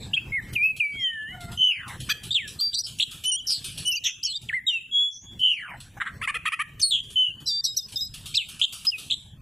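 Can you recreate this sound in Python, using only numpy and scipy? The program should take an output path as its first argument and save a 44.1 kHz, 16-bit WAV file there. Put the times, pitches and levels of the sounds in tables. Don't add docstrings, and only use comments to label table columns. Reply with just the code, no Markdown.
import sys
import numpy as np
from scipy import signal
from scipy.fft import rfft, irfft, next_fast_len
from scipy.io import wavfile
from scipy.ndimage import uniform_filter1d

SR = 44100
rng = np.random.default_rng(int(sys.argv[2]) if len(sys.argv) > 2 else 0)


def ratio(d):
    e = np.asarray(d, float) / 20
    return 10 ** e


def wav_out(sig):
    wavfile.write(sys.argv[1], SR, np.round(np.clip(np.atleast_2d(sig).T, -1, 1) * 32767).astype(np.int16))


N = 414981


def evened(x):
    return x / np.sqrt(np.mean(x ** 2) + 1e-20)


def read(points, hz):
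    f, value = np.transpose(points)
    return np.interp(np.log(hz + 1), np.log(f + 1), value)


def add(mix, s, sound):
    part = mix[round(s * SR):][:len(sound)]
    part += sound[:len(part)]


def soft_edges(count, rise, fall):
    t = np.arange(count) / SR
    ramp = np.minimum(t / rise, t[::-1] / fall)
    return np.sin(np.pi / 2 * np.clip(ramp, 0, 1)) ** 2


def flutter(count, width_hz):
    settle = 500
    z = rng.standard_normal((count + settle, 2)) @ [1, 1j]
    z = signal.lfilter(*signal.butter(N=3, Wn=width_hz / SR), z)[settle:]
    return z / np.sqrt(np.mean(abs(z) ** 2))


def coloured(points):
    count = next_fast_len(N)
    spectrum = rfft(rng.standard_normal(count))
    colour = ratio(read(points, np.fft.rfftfreq(count, 1 / SR)))
    return evened(irfft(spectrum * colour, count)[:N])


# (frequency [Hz], gain [dB])
THROAT_GAIN = [(800, -36.5), (1800, 1.5), (3000, 5), (6000, -0.5), (14000, 6.5)]


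def syrinx(hz, rough, width_hz):
    rough = np.clip(rough, 0, 1)
    turns = np.cumsum(hz) / SR
    out = 0
    for k, db in [(1, 0), (2, -33)]:  # (multiple of the pitch, dB)
        share = rough if k == 1 else np.maximum(rough, .75)
        steady = np.sqrt(1 - share)
        unsteady = np.sqrt(share) * flutter(len(hz), np.sqrt(k) * width_hz)
        throat_db = read(THROAT_GAIN, k * hz) - read(THROAT_GAIN, hz)
        rough_db = (k > 1) * 13 * rough
        colour = ratio(db + rough_db + throat_db) * (k * hz < 11700)
        out = out + colour * ((steady + unsteady) * np.exp(2j * np.pi * k * turns)).real
    return np.sqrt(2) * out


# (start [s], end [s], rate [per s], depth [share of pitch])
WARBLE_SPANS = [
    (1.733, 1.97, 37, 0.017),
    (5.508, 5.78, 36, 0.096),
]
# (start [s], end [s], least roughness [0-1], flutter width [Hz])
BUZZY_SPANS = [(1.72, 1.97, .65, 500), (3.46, 3.61, .85, 950), (4.03, 4.12, .85, 900),
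               (5.39, 5.54, .3, 350), (7.25, 7.33, .3, 350), (5.54, 5.8, .55, 450), (6.905, 7.02, .6, 600),
               (4.22, 4.38, .12, 700), (7.95, 8.09, .08, 600), (2.3, 2.4, .1, 700), (7.63, 7.67, .5, 700),
               (7.76, 7.79, .4, 700), (8.33, 8.46, .2, 600)]


def note(rows):
    s, *columns = np.transpose(rows)
    t = np.arange(max(s[0] - .004, 0), s[-1] + 0.0083, 1 / SR)
    hz, db, rough = (np.interp(t, s, c) for c in columns)
    for start, end, rate, depth in WARBLE_SPANS:
        growth = np.clip((t - start) / 0.25, 0, 1) * (t < end + .1)
        hz = hz * (1 + depth * growth * np.sin(2 * np.pi * rate * t))
    sound = syrinx(hz, rough, np.clip(90 / (s[-1] - s[0]), 250, 800))
    for start, end, least, width_hz in BUZZY_SPANS:
        inside = uniform_filter1d(1. * (t > start) * (t < end), size=600)
        if inside.any():
            buzz = syrinx(hz, np.maximum(rough, least), width_hz)
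            sound = np.sqrt(1 - inside) * sound + np.sqrt(inside) * buzz
    return t[0], ratio(db) * sound * soft_edges(len(t), 0.0047, 0.0044)


# (time [s], pitch [Hz], level [dB])
OPENING_SLURS = [
    [(.323, 2154, -30), (.343, 2171, -25), (.365, 2158, -25), (.387, 1894, -27), (.398, 1762, -34)],
    [(.556, 2990, -30), (.566, 2490, -18), (.574, 2400, -27), (.605, 2340, -25), (.645, 2537, -17.5),
     (.665, 2610, -20), (.685, 2590, -26), (.707, 2567, -25), (.721, 2553, -40)],
    [(.801, 2904, -26), (.808, 2520, -17), (.818, 2410, -23), (.852, 2297, -25), (.89, 2290, -33),
     (.97, 2251, -37), (1.042, 1949, -40), (1.198, 1727, -34), (1.268, 1755, -37), (1.332, 2122, -44)],
    [(0.925, 3136, -53), (0.979, 3265, -39), (1.031, 3200, -25), (1.059, 3147, -23), (1.081, 3042, -25),
     (1.119, 3011, -40), (1.245, 2815, -59), (1.319, 2934, -41), (1.35, 3043, -47)],
]
# (time [s], pitch [Hz], level [dB])
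HELD_WHISTLES = [
    [(3.24, 2967, -39), (3.256, 2981, -25), (3.304, 3079, -25), (3.322, 2909, -29), (3.342, 2909, -30),
     (3.39, 3390, -36), (3.404, 2968, -34), (3.42, 3089, -45)],
    [(3.853, 2914, -33), (3.877, 2979, -22), (3.905, 2989, -24), (3.923, 2791, -29), (3.941, 2678, -27),
     (3.959, 2984, -28), (3.977, 2419, -38), (3.985, 2488, -41)],
    [(2.346, 3784, -20), (2.366, 3305, -19), (2.384, 2710, -25), (2.396, 2337, -34), (2.432, 1828, -41),
     (2.458, 1719, -40), (2.47, 1665, -46)],
    [(4.23, 2877, -47), (4.242, 3190, -33), (4.252, 3234, -35), (4.274, 2945, -34), (4.31, 2996, -39)],
    [(4.53, 1650, -28), (4.542, 2026, -22.5), (4.555, 2130, -25), (4.562, 2100, -31), (4.568, 2050, -24),
     (4.59, 1908, -33)],
    [(4.683, 3310, -26), (4.7, 3100, -23), (4.722, 2850, -30), (4.743, 2761, -25), (4.771, 2656, -27),
     (4.79, 2584, -38)],
    [(4.914, 3328, -40), (4.926, 3337, -30), (4.956, 3328, -19), (5.012, 3375, -20), (5.088, 3386, -27),
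     (5.101, 3440, -38)],
    [(7.16, 3055, -23), (7.166, 3043, -19), (7.214, 3042, -19), (7.3, 2889, -31), (7.316, 2760, -37)],
]
# (time [s], pitch [Hz], level [dB])
VOICE_STRANDS = [
    [(4.264, 4600, -33), (4.29, 4350, -35), (4.316, 4115, -30), (4.322, 4156, -33)],
    [(4.32, 3265, -44), (4.33, 3322, -34), (4.35, 3657, -32), (4.36, 3715, -26), (4.377, 3628, -41)],
    [(4.669, 3798, -24), (4.681, 3783, -19), (4.701, 3603, -25), (4.712, 3512, -39)],
    [(7.468, 4018, -32), (7.476, 4050, -26), (7.486, 4043, -31), (7.514, 3579, -32), (7.57, 3603, -36),
     (7.605, 3655, -44)],
    [(7.644, 4500, -28), (7.664, 3850, -32), (7.69, 3830, -33), (7.718, 3810, -37), (7.732, 3800, -45)],
    [(7.768, 4480, -31), (7.79, 3805, -37), (7.812, 3620, -44), (7.83, 3600, -49), (7.86, 3850, -52)],
    [(7.96, 3754, -34), (7.97, 3668, -29), (7.986, 3620, -34), (8.026, 3879, -32), (8.07, 4031, -52),
     (8.08, 4171, -51)],
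    [(8.92, 2950, -34), (8.946, 2538, -30), (8.958, 2511, -33)],
    [(2.309, 3500, -24), (2.317, 3640, -22), (2.325, 3720, -30), (2.33, 3744, -26)],
]


def sing_whistles(bird):
    for rows in OPENING_SLURS + HELD_WHISTLES + VOICE_STRANDS:
        add(bird, *note([(*row, .006) for row in rows]))


# (time [share of length], pitch [Hz], level under the peak [dB], roughness [0-1])
CRY_SHAPE = [
    (0, 3027, -15, 0.3),
    (0.113, 3044, -0.5, 0.17),
    (.33, 2950, -2, .15),
    (.42, 2600, -17, .45),
    (0.671, 1640, -23, .5),
    (.86, 1000, -27.5, .4),
    (0.999, 800, -39, .6),
]
# (time [s], length [s], peak level [dB])
LONG_CRIES = [
    (1.577, .38, -17.5),
    (5.396, .371, -17.5),
]


def sing_cries(bird):
    for s, length, db in LONG_CRIES:
        add(bird, *note(np.array(CRY_SHAPE) * [length, 1, 1, 1] + [s, 0, db, 0]))


def sung(s, length, db, from_hz, to_hz, peak, start_db, end_db, haste, rough):
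    u = np.linspace(0, 1, num=24)
    glide = (1 - np.exp(-haste * u)) / (1 - np.exp(-haste))
    under_db = np.interp(u, [0, peak, 1], [start_db, 0, end_db])
    hz = from_hz + (to_hz - from_hz) * glide
    return np.transpose([s + length * u, hz, db - under_db, rough + 0 * u])


# (time [s], length [s], peak level [dB], first pitch [Hz], last pitch [Hz])
DROP_NOTES = [
    (6.831, 0.072, -15, 4450, 4290),
    (8.37, .075, -18.5, 4150, 2500),
]
SLIDE_NOTES = [
    (0.136, 0.017, -17.5, 2800, 3300),
    (1.7, .048, -31, 2750, 2520),
    (6.91, 0.091, -19.5, 3840, 3150),
    (4.49, 0.022, -27, 3300, 1750),
    (5.215, 0.079, -51, 6630, 6660),
]
PEEP_NOTES = [
    (0.166, 0.027, -17.5, 2470, 2740),
    (2.591, 0.021, -24.5, 4080, 4470),
    (6.345, .035, -46, 480, 470),
    (5.212, 0.19, -43.5, 3383, 3376),
]
HOARSE_PUFFS = [(0.002, 0.095, -42, 3890, 3970), (2.733, 0.04, -24.5, 3600, 4280),
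                (2.775, 0.041, -23, 4200, 4910), (2.837, 0.039, -28.5, 5000, 5120),
                (3.471, 0.12, -21, 5650, 4330), (3.242, 0.076, -34, 5720, 6030),
                (3.857, 0.047, -31, 5900, 5810), (3.914, 0.033, -28, 5220, 5730),
                (3.949, 0.034, -32, 6050, 5960), (4.231, 0.02, -25, 4300, 6670),
                (4.248, 0.018, -27, 5200, 5350), (4.04, .066, -21, 3550, 2850),
                (2.092, .036, -31, 5900, 6100), (7.641, .03, -20, 5600, 5600),
                (7.65, .045, -30, 4500, 4200), (6.003, .036, -24, 1750, 1600),
                (6.055, .05, -29, 1700, 1650), (7.96, .11, -40, 5900, 5800), (2.35, .055, -33, 3000, 3000),
                (4.042, .066, -25.5, 5790, 6080), (5.112, 0.13, -45, 5900, 5990),
                (6.815, 0.019, -20.5, 6070, 4340), (7.461, 0.063, -26, 5340, 5360),
                (8.347, 0.024, -21, 3225, 5310), (7.767, .026, -19, 5800, 5750)]


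def sing_short_notes(bird):
    drop = dict(peak=0.036, start_db=2.4, end_db=24.6, haste=3.1, rough=0.073)
    slide = dict(peak=0.44, start_db=2.2, end_db=10.3, haste=3.6, rough=0.041)
    peep = dict(peak=0.47, start_db=12.7, end_db=17.4, haste=.6, rough=0.04)
    hoarse = dict(peak=0.4, start_db=8.1, end_db=17.2, haste=1.7, rough=1.2)
    kinds = [(drop, DROP_NOTES), (slide, SLIDE_NOTES), (peep, PEEP_NOTES), (hoarse, HOARSE_PUFFS)]
    for kind, table in kinds:
        for row in table:
            add(bird, *note(sung(*row, **kind)))


# (time [s], level [dB], length [s], low pitch [Hz], high pitch [Hz])
TRILL_EVENTS = [
    (2.998, -20.5, 0.045, 2644, 3824),
    (8.614, -19.5, 0.045, 2920, 3570),
    (9.099, -24, .05, 2733, 3790),
]


def sing_trills(bird):
    for s, db, length, low_hz, high_hz in TRILL_EVENTS:
        t = np.arange(0, length, 1 / SR)
        climb = uniform_filter1d(np.minimum(1.4 * (3 * t / length % 1), 1), size=60)
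        foot = low_hz + .5 * (high_hz - low_hz) * t / length
        voice = syrinx(foot + (high_hz - foot) * climb, 0.87 + 0 * t, 633)
        add(bird, s, ratio(db) * voice * soft_edges(len(t), 0.0017, 0.0095))


# (time [s], peak level [dB], length [s], pitch [Hz])
CHATTER_EVENTS = [(2.087, -24, 0.038, 1300), (2.091, -15, .04, 1750), (8.339, -21, 0.041, 2750),
                  (5.966, -34.5, 0.029, 808), (6.003, -33, 0.042, 1150), (6.052, -38, .05, 1150),
                  (6.213, -21.5, 0.051, 1315), (6.272, -17, .043, 1238), (6.34, -19.5, .04, 1327),
                  (6.452, -14.5, .043, 1291), (6.518, -17, 0.036, 1300), (6.59, -17, .042, 1243)]
# (multiple of the pitch, level [dB])
CHATTER_OVERTONES = [(1, 1.5), (1.5, 2.5), (2, 7.5), (2.5, -1), (3, -14), (4, -20), (5.5, -31),
                     (7.5, -14.5)]


def sing_chatter(bird):
    for s, db, length, hz in CHATTER_EVENTS:
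        t = np.arange(0, length, 1 / SR)
        arch = 1 - 0.72 * (t / length - .55) ** 2 + .04 * flutter(len(t), 120).real
        turns = hz * np.cumsum(arch) / SR
        stack = 0
        for k in np.arange(2, 18) / 2:
            body = 0.9 / k + flutter(len(t), 130 * k)
            stack = stack + ratio(read(CHATTER_OVERTONES, k)) * (body * np.exp(2j * np.pi * k * turns)).real
        add(bird, s, ratio(db - 8) * evened(stack) * soft_edges(len(t), 0.0057, .012))


def tone(hz, s, length, start_db, end_db):
    t = np.arange(0, length, 1 / SR)
    on = np.clip(np.minimum(t, length - t) / 0.0015, 0, 1)
    level = ratio(start_db + (end_db - start_db) * t / length)
    return s, np.sqrt(2) * level * on * np.sin(2 * np.pi * hz * (s + t))


FIXED_TONE_HZ = [4687.5, 5062.5, 5437.5, 5812.5, 6187.5, 8812.5, 9562.5, 12187.5]
# (time [s], length [s], start level [dB], end level [dB])
FIXED_TONES = [
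    [(2.095, .033, -30, -33), (2.318, .024, -38, -38), (2.609, .074, -22, -25), (2.683, .02, -30, -30),
     (2.703, .04, -42, -42), (2.744, .04, -28, -31), (3.967, .02, -28, -32), (4.362, .016, -33, -33),
     (7.478, .132, -27, -27)],
    [(7.656, .11, -34, -44), (7.785, .018, -29, -30), (7.821, .044, -42, -39), (7.958, .02, -26, -27),
     (8.008, .03, -27, -28), (8.038, .041, -35, -39), (8.868, .027, -18, -18), (8.895, .01, -24, -24),
     (8.905, .05, -45, -55)],
    [(.995, .043, -47, -44), (4.248, .018, -23, -25)],
    [(2.744, .015, -32, -32), (2.789, .027, -29.5, -30), (3.317, .047, -26, -33), (3.399, .03, -46, -47),
     (4.269, .011, -34, -34)],
    [(6.8, .027, -32, -36), (7.181, .13, -48, -66)],
    [(2.74, .017, -39, -41), (2.757, .027, -46, -46), (2.784, .022, -35, -41), (3.318, .047, -27, -31),
     (3.509, .09, -35, -54), (3.854, .022, -36, -36), (3.876, .022, -30, -30), (6.825, .082, -23, -34),
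     (6.907, .105, -46, -61)],
    [(3.255, .022, -36, -34), (3.277, .025, -27, -27)],
    [(4.047, .043, -45, -53), (2.784, .029, -47, -47), (3.895, .037, -48, -48)],
]
# (frequency [Hz], time [s], length [s], start level [dB], end level [dB])
FAINT_FIXED_TONES = [(4687.5, .526, .083, -51, -57), (4687.5, .609, .026, -48, -48),
                     (4687.5, .635, .06, -62, -64), (4687.5, .784, .168, -55, -63),
                     (4687.5, 2.135, .078, -59, -61), (4687.5, 2.229, .05, -55, -60),
                     (5062.5, 8.08, .085, -55, -54), (5812.5, 2.822, .046, -56, -52),
                     (5812.5, 4.686, .065, -58, -58), (5812.5, 5.517, .044, -55, -59),
                     (6187.5, 1.571, .143, -50, -56), (6187.5, 7.479, .087, -58, -53),
                     (6562.5, 4.25, .02, -34, -34), (6937.5, 3.377, .025, -45, -46),
                     (6937.5, 3.64, .064, -52, -61), (6937.5, 7.493, .073, -52, -60),
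                     (7312.5, 6.808, .076, -55, -60), (8812.5, 2.83, .133, -57, -63),
                     (8812.5, 3.373, .097, -57, -57), (8812.5, 3.642, .126, -50, -69),
                     (8812.5, 3.773, .08, -50, -60), (8812.5, 7.015, .19, -62, -57),
                     (8812.5, 7.224, .043, -53, -57), (9562.5, 2.619, .084, -53, -57),
                     (9562.5, 2.742, .063, -48, -50), (9562.5, 2.979, .054, -50, -54),
                     (9562.5, 3.107, .09, -54, -69), (10312.5, 3.916, .037, -49, -56),
                     (11062.5, .524, .087, -57, -60), (11062.5, 6.462, .039, -55, -58),
                     (11062.5, 6.526, .033, -56, -61), (11062.5, 7.125, .06, -55, -60),
                     (12187.5, .525, .13, -56, -63), (12187.5, 3.947, .037, -52, -55),
                     (12187.5, 8.723, .045, -52, -61), (13312.5, .633, .086, -56, -58),
                     (13312.5, 6.84, .09, -51, -60), (13312.5, 7.767, .057, -52, -64),
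                     (13312.5, 7.959, .1, -57, -60), (13312.5, 1.679, .03, -59, -60)]


def fixed_tones():
    tones = np.zeros(N)
    for hz, table in zip(FIXED_TONE_HZ, FIXED_TONES):
        for row in table:
            add(tones, *tone(hz, *row))
    for row in FAINT_FIXED_TONES:
        add(tones, *tone(*row))
    return tones


# (frequency [Hz], time to fall 60 dB [s])
YARD_DECAY = [(500, 0.3), (3000, 0.55), (3900, .33), (12000, 0.35)]


def yard(x):
    taps = np.zeros((2, SR // 2))
    jitter = rng.integers(0, 20, (2, (SR // 2 - 301) // 20))
    at = np.arange(300, SR // 2 - 20, 20) + jitter
    np.put_along_axis(taps, at, rng.choice([-1., 1.], at.shape), 1)
    hz, t, z = signal.stft(taps, SR, nperseg=256)
    decay = ratio(-60 * t / read(YARD_DECAY, hz)[:, None])
    tail = signal.istft(z * decay, SR, nperseg=256)[1]
    return signal.fftconvolve(x[None], tail / np.linalg.norm(tail[0]), axes=1)[:, :N]


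# (time [s], peak level [dB])
SPRAY_PULSES = [(0.42, -56), (0.53, -46), (0.7618, -42.5), (1.404, -51), (1.515, -49), (1.876, -45),
                (1.9998, -43), (2.2317, -43.5), (2.474, -42.5), (2.6, -38), (2.863, -41), (2.9846, -39.5),
                (3.1098, -43.5), (3.2362, -40.5), (3.498, -34), (3.6404, -40), (3.774, -39.5),
                (4.413, -51.5), (5.39, -48), (5.8, -50), (6.7937, -41.5), (7.03, -54), (7.1, -52),
                (7.4, -58), (7.74, -53), (7.882, -52), (7.92, -49), (8.1374, -44), (8.256, -44),
                (8.3475, -43.5), (8.4842, -44), (8.593, -43), (8.7224, -37), (8.8476, -38.5),
                (8.9794, -41.5)]
# (frequency [Hz], level [dB per Hz])
SPRAY_COLOUR = [(180, -35), (300, -17), (549, -27), (647, -27), (1110, -21), (1270, -16.5), (2030, -27.5),
                (2360, -9.5), (3110, -4), (7280, -16), (10100, -10), (14200, -30), (15000, -27.5)]


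def spray():
    t, level = np.arange(SR // 2) / SR, np.zeros(N)
    decay = ratio(-60 * t / 0.18) + 0.29 * ratio(-60 * t / 1.0)
    puff = soft_edges(len(t), 0.0054, 0.36) * decay
    for s, db in SPRAY_PULSES:
        add(level, s, ratio(db + 5.0) * puff)
    return level * coloured(SPRAY_COLOUR)


# (time [s], pitch [Hz], level [dB])
DOVE_COO = [
    (1.31, 747, -50.5),
    (1.452, 689, -43),
    (1.6, 718, -56.5),
]


def dove():
    s, hz, db = np.transpose(DOVE_COO)
    t = np.arange(s[0], s[-1], 1 / SR)
    turns = np.cumsum(np.interp(t, s, hz)) / SR
    overtones = [(1, -7.5), (2, -6.5), (3, -12.0)]  # (multiple of the pitch, dB)
    stack = sum(ratio(g) * np.exp(2j * np.pi * k * turns) for k, g in overtones)
    body = (1 + 0.67 * flutter(len(t), 62)) * stack
    return s[0], np.sqrt(2) * ratio(np.interp(t, s, db)) * body.real * soft_edges(len(t), 0.031, 0.015)


# (time [s], level [dB])
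RUMBLE_SWELLS = [(0.0, -42.5), (0.472, -36.5), (1.202, -53.5), (1.491, -38), (1.78, -43.5), (1.912, -40.5),
                 (2.801, -48), (3.799, -46), (4.351, -58), (4.43, -45.5), (5.191, -61), (5.369, -46),
                 (5.501, -54), (6.159, -43.5), (6.598, -50), (7.08, -45), (7.301, -48.5), (9.41, -52)]
# (frequency [Hz], level [dB per Hz])
RUMBLE_COLOUR = [(12, -41.5), (20, -0.5), (128, 8.5), (539, -18), (692, -18), (1110, -21.5), (1380, -21.5),
                 (1590, -16.5), (10200, -35.5), (15000, -35)]


def rumble():
    s, db = np.transpose(RUMBLE_SWELLS)
    lumps = ratio(3.95 * flutter(N, 35).real)
    swell = ratio(np.interp(np.arange(N) / SR, s, db))
    return swell * evened(lumps * coloured(RUMBLE_COLOUR))


def scene():
    bird = np.zeros(N)
    for sing in [sing_whistles, sing_cries, sing_short_notes, sing_trills, sing_chatter]:
        sing(bird)
    tones = fixed_tones()
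    back = rumble() + spray()
    add(back, *dove())
    held = signal.lfilter([1 / 1500], [1, 1 / 1500 - 1], (bird + tones) ** 2)
    over_db = np.maximum(10 * np.log10(held + 1e-12) + 40, 0)
    back = back / ratio(.5 * uniform_filter1d(over_db, size=1500))
    echo, other = yard(bird)
    echo_gain = ratio(-16.5 - .13 * uniform_filter1d(over_db, size=600))
    mid = bird + tones + echo_gain * echo + back
    side = ratio(-24.0) * other + ratio(-27.0) * np.roll(back, SR // 7)
    return np.array([mid + side, mid - side])


def top_cut(x):
    return signal.sosfilt(signal.butter(12, 15110, fs=SR, output="sos"), x)


def record(dry):
    split_hz, copy_hz = 4310, 3750
    hz, t, z = signal.stft(dry, SR, nperseg=1024, noverlap=768)
    band_db = 10 * np.log10(uniform_filter1d(abs(z.mean(0)) ** 2, size=7, axis=0) + 1e-16)
    top_db = uniform_filter1d(band_db.max(0), size=5)
    patches = uniform_filter1d(rng.standard_normal(band_db.shape), size=8, axis=0)
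    patches = evened(uniform_filter1d(patches, size=20, axis=1))
    # (Hz, dB)
    reach = [(100, 49.5), (500, 50), (2000, 28.2), (6000, 45.5), (12000, 180)]
    reach_db = read(reach, hz)[:, None] + 20.6 * patches
    reach_db = np.maximum(reach_db, 24.0)
    under_db = top_db - uniform_filter1d(band_db, size=5, axis=1) - reach_db
    kept = ratio(-30 / (1 + np.exp(-np.clip(under_db, -30, 30))))
    split, step = (round(f / hz[1]) for f in (split_hz, copy_hz))
    low = slice(split - step, split)
    z = z * kept * ratio(3.5 * np.roll(patches, step, axis=0) * (band_db < -58))
    flattened = z[:, low] * ratio(-.36 * np.maximum(band_db[low] + 72, 0))
    for k, copy_db in [(1, 4), (2, -23)]:
        high = slice(split + (k - 1) * step, split + k * step)
        holes = np.where(band_db[high] < -52, kept[low] ** (k / 4), 1)
        slope = np.linspace(0, 1, step)[:, None] ** (16 - 8 * k)
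        shift = np.exp(2j * np.pi * k * step * hz[1] * t)
        z[:, high] = z[:, high] * holes + ratio(copy_db) * slope * flattened * shift
    above = slice(split + 2 * step, None)
    z[:, above] *= ratio(-2.5 + 10.2 * np.minimum(patches[above], 1))
    z[:, hz > 15000] = 0
    mix = signal.istft(z, SR, nperseg=1024, noverlap=768)[1][:, :N]
    return top_cut(mix)


dry = scene()
out = record(dry)
wav_out(out)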